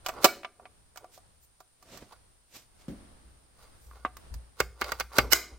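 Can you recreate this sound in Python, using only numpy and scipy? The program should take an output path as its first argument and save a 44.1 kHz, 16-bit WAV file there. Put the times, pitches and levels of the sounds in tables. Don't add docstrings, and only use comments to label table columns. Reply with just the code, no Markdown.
import sys
import numpy as np
from scipy import signal
from scipy.fft import rfft, irfft, next_fast_len
from scipy.io import wavfile

SR = 44100
rng = np.random.default_rng(int(sys.argv[2]) if len(sys.argv) > 2 else 0)


def unload_audio(sound):
    columns = np.transpose(np.atleast_2d(sound))
    steps = np.round(np.clip(columns, -1, 1) * 32767)
    wavfile.write(sys.argv[1], SR, steps.astype(np.int16))


N = 246078
TIME = np.arange(N) / SR
AGE = TIME[:SR // 5]

# start_s [s], tick_db of the edge [dB], ring_db of the body [dB],
# seat_s from first touch until the part seats [s], high_hz above which little rings [Hz]
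MAGAZINE_BLOWS = [ (0.0620, -33, -31, 0.00061, 5200), (0.0852, -36, -31, 0.0062, 2198),
                  (0.2433, -13, -13, 0.0036, 4540), (0.4325, -66, -44, 0.00046, 3400),
                  (0.4465, -72, -33.5, 0.00057, 3560), (0.5965, -82, -51, 0.0012, 1160),
                  (0.6545, -81.5, -46.5, 0.00043, 3100), (0.9590, -53, -49, 0.00051, 1840),
                  (0.9730, -45, -46, .001, 4080), (1.0432, -63.5, -45, 0.00036, 1070),
                  (1.1765, -59, -52, 0.00034, 1000), (1.6030, -55.5, -51, 0.0023, 1200),
                  (1.8255, -57.5, -58.5, .001, 2000), (1.9730, -48.5, -55, 0.0011, 3000),
                  (4.3400, -47, -57, 0.00046, 6260)]
# pitch_hz [Hz], relative level_db [dB], t60_s [s]
MAGAZINE_MODES = [(349, -11, 0.085), (410, -8.5, 0.056), (561, -11, .04), (664, -1, 0.072),
                  (732, -1, 0.066), (1000, 1.5, 0.021), (1171, -8, 0.076), (1366, -6, 0.03),
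                  (1437, -24.5, .14), (1590, -14.5, 0.023), (2250, -15.5, .09), (2495, -2.5, 0.014),
                  (2933, -7, .025), (3410, -20, .06), (5213, -16.5, 0.05), (5146, -19, 0.069),
                  (6240, -23.5, 0.09), (7500, -16, 0.054)]


def magazine():
    return blows(MAGAZINE_BLOWS, MAGAZINE_MODES, lowest_hz=860, bounce_db=-8.0, tick_t60=0.042, pan_db=-7.5,
                 clatter_db=-6.5, clatter_t60=.04, tick_roof_db=0.0, ring_roof_db=-9.5)


# start_s [s], tick_db [dB], ring_db [dB], seat_s [s], high_hz [Hz]
RIFLE_BLOWS = [ (4.602, -26, -20.5, .002, 2420), (4.813, -34, -25, 0.0051, 2740),
               (4.8420, -43.5, -37.5, 0.0017, 4000), (4.8906, -50, -42.5, 0.0019, 2000),
               (4.9191, -33.5, -28.5, .0007, 2400), (4.999, -29.5, -28, 0.0074, 3320),
               (5.1840, -20.5, -13.5, 0.0012, 3020)]
# pitch_hz [Hz], relative level_db [dB], t60_s [s]
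RIFLE_MODES = [(125, 0, 0.11), (267, -14.5, 0.061), (381, -2, 0.018), (500, 2.5, 0.049), (590, -3, 0.034),
               (810, -15, 0.11), (1000, -23, 0.011), (1164, -5, 0.058), (1190, -7.5, 0.07),
               (1450, 5.5, 0.028), (1500, 4, 0.012), (1910, -10, 0.021), (2163, -4.5, 0.076),
               (2300, -8, 0.01), (2790, -7.5, .04), (3860, -17, 0.067), (4163, 6, 0.023), (4760, 2.5, 0.09),
               (6550, -28, .045)]


def rifle_well():
    return blows(RIFLE_BLOWS, RIFLE_MODES, lowest_hz=557, bounce_db=-11.5, tick_t60=0.019, pan_db=-9.5,
                 clatter_db=-2.0, clatter_t60=0.044, tick_roof_db=-2.0, ring_roof_db=-12.5)


# start_s [s], tick_db [dB], ring_db [dB], seat_s [s], high_hz [Hz]
CATCH_BLOWS = [(5.3316, -15, -16.5, .0004, 11800)]
# pitch_hz [Hz], relative level_db [dB], t60_s [s]
CATCH_MODES = [(470, -31, 0.04), (647, -1.5, 0.07), (1030, -23, 0.076), (1454, 15.5, 0.045),
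               (1600, -14, .04), (2054, 13, 0.019), (2950, 8.5, 0.037), (3680, -27, .04), (4060, -6, 0.072),
               (5440, 10.5, 0.029), (6260, 11, 0.032), (7900, 1, 0.047), (8100, -9, 0.031),
               (12600, 20, 0.0085), (14070, 4, .03)]


def catch():
    return blows(CATCH_BLOWS, CATCH_MODES, lowest_hz=545, bounce_db=-22, tick_t60=0.015, pan_db=9,
                 clatter_db=-13.5, clatter_t60=0.13, tick_roof_db=6.5, ring_roof_db=-2.5)


# start_s [s], tick_db [dB], ring_db [dB], seat_s [s], high_hz [Hz]
STOCK_KNOCKS = [(0.1375, -58, -44.5, 0.00045, 1112), (3.9115, -82, -50.5, 0.00058, 2180),
                (4.0495, -55.5, -24, 0.0006, 2620), (4.1685, -48.5, -46.5, 0.00048, 3000),
                (5.1175, -72, -48, 0.00039, 2200)]
# pitch_hz [Hz], relative level_db [dB], t60_s [s]
STOCK_MODES = [(293, 2, 0.021), (738, -11.5, 0.12), (856, -10.5, 0.024), (1030, -1, 0.0058),
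               (1101, 5, 0.063), (1180, 8.5, 0.031), (1540, -3.5, 0.02), (2000, -11, 0.047),
               (2180, -23, 0.0087), (3000, -14, 0.0081)]


def knocks():
    return blows(STOCK_KNOCKS, STOCK_MODES, lowest_hz=520, bounce_db=-14, tick_t60=0.025, pan_db=-4,
                 clatter_db=-8.5, clatter_t60=0.07, tick_roof_db=3, ring_roof_db=-14.0)


# pitch_hz [Hz], relative level_db [dB], t60_s [s]
SPRING_MODES = [(1430, -8, 0.17), (2280, 0, .09)]


def spring(start_s=.2835, level_db=-33):
    out = np.zeros((2, N))
    twang = ring(SPRING_MODES) * (1 - fade(AGE, .012))
    add(out, start_s, level(twang, level_db))
    return out


# pitch_hz [Hz], gain_db [dB]
TICK_COLOUR = [(200, -21.5), (700, -5), (1500, 0), (3000, -8), (4800, 1.5), (7500, -1), (10300, -11.5),
               (12500, -3), (14500, -5.5), (16000, -3.5)]


def blows(rows, modes, lowest_hz, bounce_db, tick_t60, pan_db, clatter_db, clatter_t60, tick_roof_db, ring_roof_db):
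    rings, ticks = np.zeros((2, 2, N))
    deeper_oct_per_db = .085
    pan = undb(np.array([[pan_db], [-pan_db]]) / 2)
    for s, ring_db, tick_db, force_db, high_hz in contacts(rows, bounce_db):
        clatter = shape(ports(len(AGE), 1100) * fade(AGE, clatter_t60), lambda hz: low_pass(hz, 2300))
        body = level(ring(modes), 0) + level(clatter, clatter_db)
        low_hz = lowest_hz / 2 ** (deeper_oct_per_db * max(force_db, 0))
        body = shape(body, lambda hz: 1 / np.sqrt((1 + (low_hz / hz) ** 4) * (1 + (hz / high_hz) ** 6)))
        bite = (fade(AGE, tick_t60) + .8 * fade(AGE, 0.0027)) * (1 - fade(AGE, .004))
        tick = shape(ports(len(AGE), 1300) * bite, lambda hz: undb(at(TICK_COLOUR, hz)))
        add(rings, s, level(body, ring_db))
        add(ticks, s, level(tick * pan, tick_db))
    roof_feed = undb(ring_roof_db) * rings + undb(tick_roof_db) * ticks
    return np.array([rings + ticks, roof_feed])


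def contacts(rows, bounce_db):
    firm_db, bite_ring_db, seat_tick_db = -30, -8, -7
    bounce_s, bounce_db_per_db = .0052, 0.33
    for s, tick_db, ring_db, seat_s, high_hz in rows:
        force_db = ring_db - firm_db
        yield s, ring_db + bite_ring_db, tick_db, force_db, high_hz
        for bounce in range(3):
            kept_db = min(bounce_db + bounce_db_per_db * force_db, 0) * bounce ** 2
            contact_s = s + seat_s + bounce * bounce_s
            yield contact_s, ring_db + kept_db, tick_db + seat_tick_db + kept_db, force_db, high_hz


def ring(modes, scatter_db=2, apart_hz=2600, right_db=3.5):
    out = np.zeros((2, len(AGE)))
    draws = rng.standard_normal((len(modes), 3))
    for (hz, db, t60), (size, detune, lag) in zip(modes, draws):
        apart = min(hz / apart_hz, 1) * np.array([[-1], [1]])
        phase = 2 * np.pi * hz * (1 + 0.0043 * detune) * AGE + 0.41 * lag * apart
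        gain = undb(db + scatter_db * size + right_db * apart / 2)
        out += gain * np.sin(phase) * fade(AGE, t60)
    return out


# peak_s [s], length_s [s], level_db [dB], tilt_db [dB/octave]
SLIDES = [(0.18, .22, -43, -3.5), (0.62, .17, -60, -7), (1.02, 0.18, -60, -4), (2.125, .09, -53, 0.5),
          (3.63, 0.19, -55.5, 2), (3.97, 0.29, -56.5, 0), (4.88, .2, -39.5, 0.2), (5.17, 0.1, -31.5, 1.5),
          (5.24, 0.17, -41, -9), (5.52, 0.17, -58.5, -4)]
# pitch_hz [Hz], gain_db [dB]
SLIDE_COLOUR = [(150, -20.5), (350, -8.5), (600, 2), (850, 0), (1200, -2.5), (1700, -6), (3000, -12),
                (5200, -11.5), (9000, -19), (15000, -20.5)]


def scrapes():
    sliding = strokes(SLIDES, rise_share=.42)
    sliding += skids(MAGAZINE_BLOWS, skid_db=-14) + skids(RIFLE_BLOWS, skid_db=-12.0)
    rubbing = friction(sliding, SLIDE_COLOUR, grain_db=4.0, slips_hz=450, right_db=1.5)
    return rung(rubbing, RIFLE_MODES, direct_db=-2, ring_db=-10.0)


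# rise_s [s], fall_s [s], tilt_db [dB/octave]
SKID = (.024, 0.004, 2.2)


def skids(rows, skid_db):
    rise, fall, tilt_db = SKID
    return [(s, rise, fall, tick_db + skid_db, tilt_db) for s, tick_db, *_ in rows]


# peak_s [s], length_s [s], level_db [dB], tilt_db [dB/octave]
CATCH_SLIDE = [(5.3265, .017, -22.5, 0.1)]
# pitch_hz [Hz], relative level_db [dB], t60_s [s]
SQUEAK_MODES = [(2945, 5.5, 0.032), (4200, -4, 0.027), (5500, -5, .04), (5980, -12, 0.045),
                (7600, -15, .03), (8700, -8, .03), (13700, 5.5, 0.018)]


def squeak():
    drag = strokes(CATCH_SLIDE, rise_share=.7)
    rubbing = friction(drag, TICK_COLOUR, grain_db=1, slips_hz=880, right_db=16.5)
    return rung(rubbing, SQUEAK_MODES, direct_db=3.5, ring_db=1.0)


# peak_s [s], length_s [s], level_db [dB], tilt_db [dB/octave]
RUSTLES = [(1.145, 0.091, -53.5, 2.5), (1.435, 0.082, -59, 9), (1.94, 0.27, -49.5, -2),
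           (2.025, .07, -49.5, -6), (2.56, .13, -47, 0.5), (2.81, .16, -61, -0.5), (3.85, 0.3, -62.5, 7)]
# pitch_hz [Hz], gain_db [dB]
CLOTH_COLOUR = [(80, -6.5), (200, -5.5), (600, -5), (1500, -6), (3000, -4), (5500, -4), (8000, -6.5),
                (10800, -16), (13000, -8), (16000, -18.5)]


def rustles():
    rubbing = friction(strokes(RUSTLES, rise_share=.4), CLOTH_COLOUR, grain_db=1.5, slips_hz=200, right_db=2.0)
    return rung(rubbing, MAGAZINE_MODES, direct_db=0.5, ring_db=-16.0)


def strokes(rows, rise_share):
    share = np.clip(rise_share, .05, .95)
    return [(s, share * length, (1 - share) * length, db, tilt_db) for s, length, db, tilt_db in rows]


def friction(rows, colour, grain_db, slips_hz, right_db):
    out = np.zeros((2, N))
    for s, rise, fall, db, tilt_db in rows:
        start = max(s - 2 * rise, 0)
        t = np.arange(start, s + 2 * fall, 1 / SR) - s
        slip_times = np.arange(t[0], t[-1], 1 / slips_hz)
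        grip = undb(np.interp(t, slip_times, grain_db * rng.standard_normal(len(slip_times))))

        def brightness(hz):
            return undb(at(colour, hz) + tilt_db * np.log2(np.maximum(hz, 250) / 1000))

        slips = shape(ports(len(t), 2500) * grip, brightness)
        stroke = 10 ** -np.abs(np.where(t < 0, t / rise, t / fall))
        add(out, start, level(slips, db, len(t) / SR) * stroke)
    return out * undb(np.array([[-right_db], [right_db]]) / 2)


def rung(x, modes, direct_db, ring_db):
    response = level(ring(modes), ring_db, 1 / SR)
    return undb(direct_db) * x + signal.fftconvolve(x, response, axes=1)[:, :N]


# start_s [s], level_db [dB], t60_s [s]
PUSHES = [(2.885, -46.5, 0.57), (3.251, -52.5, 0.37), (3.861, -50.5, 2.4), (4.308, -31, 0.211),
          (4.348, -30.5, 0.23), (5.519, -44, 0.35)]


def sway(sway_hz=59.54, rumble_db=-7, left_db=1.3):
    out = np.zeros((2, N))
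    t = TIME[:SR]
    blow_db, blow_t60 = -19, 0.64
    jolts = [(s + seat_s, ring_db + blow_db, blow_t60) for s, _, ring_db, seat_s, _ in RIFLE_BLOWS]
    for s, db, t60 in PUSHES + jolts:
        rumble = shape(ports(len(t), 45), lambda hz: low_pass(hz, 80.8) ** 3 * (1 - low_pass(hz, 32)))
        motion = np.sqrt(2) * np.sin(2 * np.pi * sway_hz * t) + level(rumble, rumble_db, 0.82)
        add(out, s, undb(db) * motion * fade(t, t60) * (1 - fade(t, 0.042)))
    return out * undb(np.array([[left_db], [-left_db]]) / 2)


def far_shot(s=2.8825, db=-35, echo_db=-20, front_db=2):
    t = TIME[:SR]
    # pitch_hz, gain_db
    colour = [(60, -30.0), (150, -1.0), (280, 0.5), (420, -12.5), (620, -13), (950, -28.0), (4000, -35.0), (9000, -43)]
    roll = level(shape(ports(len(t), 880), lambda hz: undb(at(colour, hz))), db, 0.98)
    front = shape(signal.unit_impulse(len(t)), lambda hz: undb(at(colour, hz)))
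    front = level(front, db + front_db, 0.001)
    out = np.zeros((2, N))
    add(out, s, front + roll * (fade(t, 0.23) + undb(echo_db) * fade(t, 1.48)))
    return out


# pitch_hz [Hz], gain_db [dB]
ROOF_COLOUR = [(100, -7.5), (300, 2), (900, -7.5), (2200, -1.5), (4500, -8), (9000, -5), (15000, -2.5)]
# pitch_hz [Hz], t60_s [s]
ROOF_T60 = [(150, .6), (500, 0.42), (1500, 0.36), (4000, 0.39), (12000, .24)]


def roof(x, wet_db=-15, build_s=0.016, slap_s=0.024, slap_db=2):
    t = TIME[:SR * 3 // 4]
    noise = rfft(ports(len(t), 7200))
    hz = np.maximum(np.fft.rfftfreq(len(t), 1 / SR), 1)
    tail = 0
    for centre, t60 in ROOF_T60:
        share = at([(f, float(f == centre)) for f, _ in ROOF_T60], hz)
        band = irfft(noise * share * undb(at(ROOF_COLOUR, hz)), len(t))
        tail = tail + band * fade(t, t60)
    slap = undb(slap_db * np.exp(-((t - slap_s) / .012) ** 2))
    tail = tail * np.minimum(t / build_s, 1) * slap
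    mono = x.sum(axis=0, keepdims=True) / np.sqrt(2)
    return signal.fftconvolve(mono, level(tail, wet_db, 1 / SR), axes=1)[:, :N]


# pitch_hz [Hz], gain_db [dB]
AIR_COLOUR = [(25, -7), (60, -1.5), (120, -9.5), (230, -18), (750, -20), (1300, -22.5), (2500, -28),
              (5000, -27.5), (6800, -32), (8000, -28), (9250, -16.5), (10200, -30), (11300, -41),
              (14000, -35), (16000, -43)]


def air(base_db=-62, swell_db=5.0, swells_hz=4):
    noise = level(shape(ports(N, 62), lambda hz: undb(at(AIR_COLOUR, hz))), base_db, N / SR)
    outdoors = shape(noise, lambda hz: low_pass(hz, 3000))
    turns = np.arange(0, TIME[-1] + 1, 1 / swells_hz)
    swell = undb(np.interp(TIME, turns, swell_db * rng.standard_normal(len(turns))))
    return noise + (swell - 1) * outdoors


def undb(db):
    return 10 ** (np.asarray(db) / 20)


def fade(t, t60):
    return np.exp(-np.log(1000) * t / max(t60, 1e-3))


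def at(points, hz):
    f, value = np.transpose(points)
    return np.interp(np.log(hz), np.log(f), value)


def low_pass(hz, corner_hz):
    return corner_hz / np.hypot(hz, corner_hz)


def shape(x, gain):
    size = next_fast_len(x.shape[-1] + 2048)
    size += size % 2
    hz = np.maximum(np.fft.rfftfreq(size, 1 / SR), 1)
    cepstrum = irfft(np.log(gain(hz) + 1e-6))
    cepstrum[1:size // 2] *= 2
    cepstrum[size // 2 + 1:] = 0
    return irfft(rfft(x, size) * np.exp(rfft(cepstrum)))[..., :x.shape[-1]]


def level(x, db, span_s=1 / 100):
    energy = np.mean(np.sum(x ** 2, axis=-1))
    return x * undb(db) / np.sqrt(energy / (span_s * SR))


def ports(size, apart_hz):
    mid, side = rng.standard_normal((2, size))
    side = shape(side, lambda hz: hz / np.hypot(hz, apart_hz))
    mid = shape(mid, lambda hz: np.sqrt(2 - (hz / np.hypot(hz, apart_hz)) ** 2))
    return np.array([mid + side, mid - side]) / np.sqrt(2)


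def add(out, s, sound):
    start = int(np.clip(s * SR, 0, N - 1))
    out[:, start:start + sound.shape[-1]] += sound[..., :N - start]


def scene():
    near, upward = magazine() + rifle_well() + catch() + knocks()
    scraping, squeaking = scrapes(), squeak()
    reverberation = roof(upward + undb(-6) * scraping + undb(-10) * squeaking)
    handling = near + spring() + scraping + squeaking + rustles() + sway()
    return handling + far_shot() + reverberation + air()


def record(dry):
    top_hz = 15900
    cut = signal.ellip(8, .2, 70, top_hz, fs=SR, output="sos")
    return signal.sosfilt(cut, np.clip(dry, -1, 1))


dry = scene()
out = record(dry)
unload_audio(out)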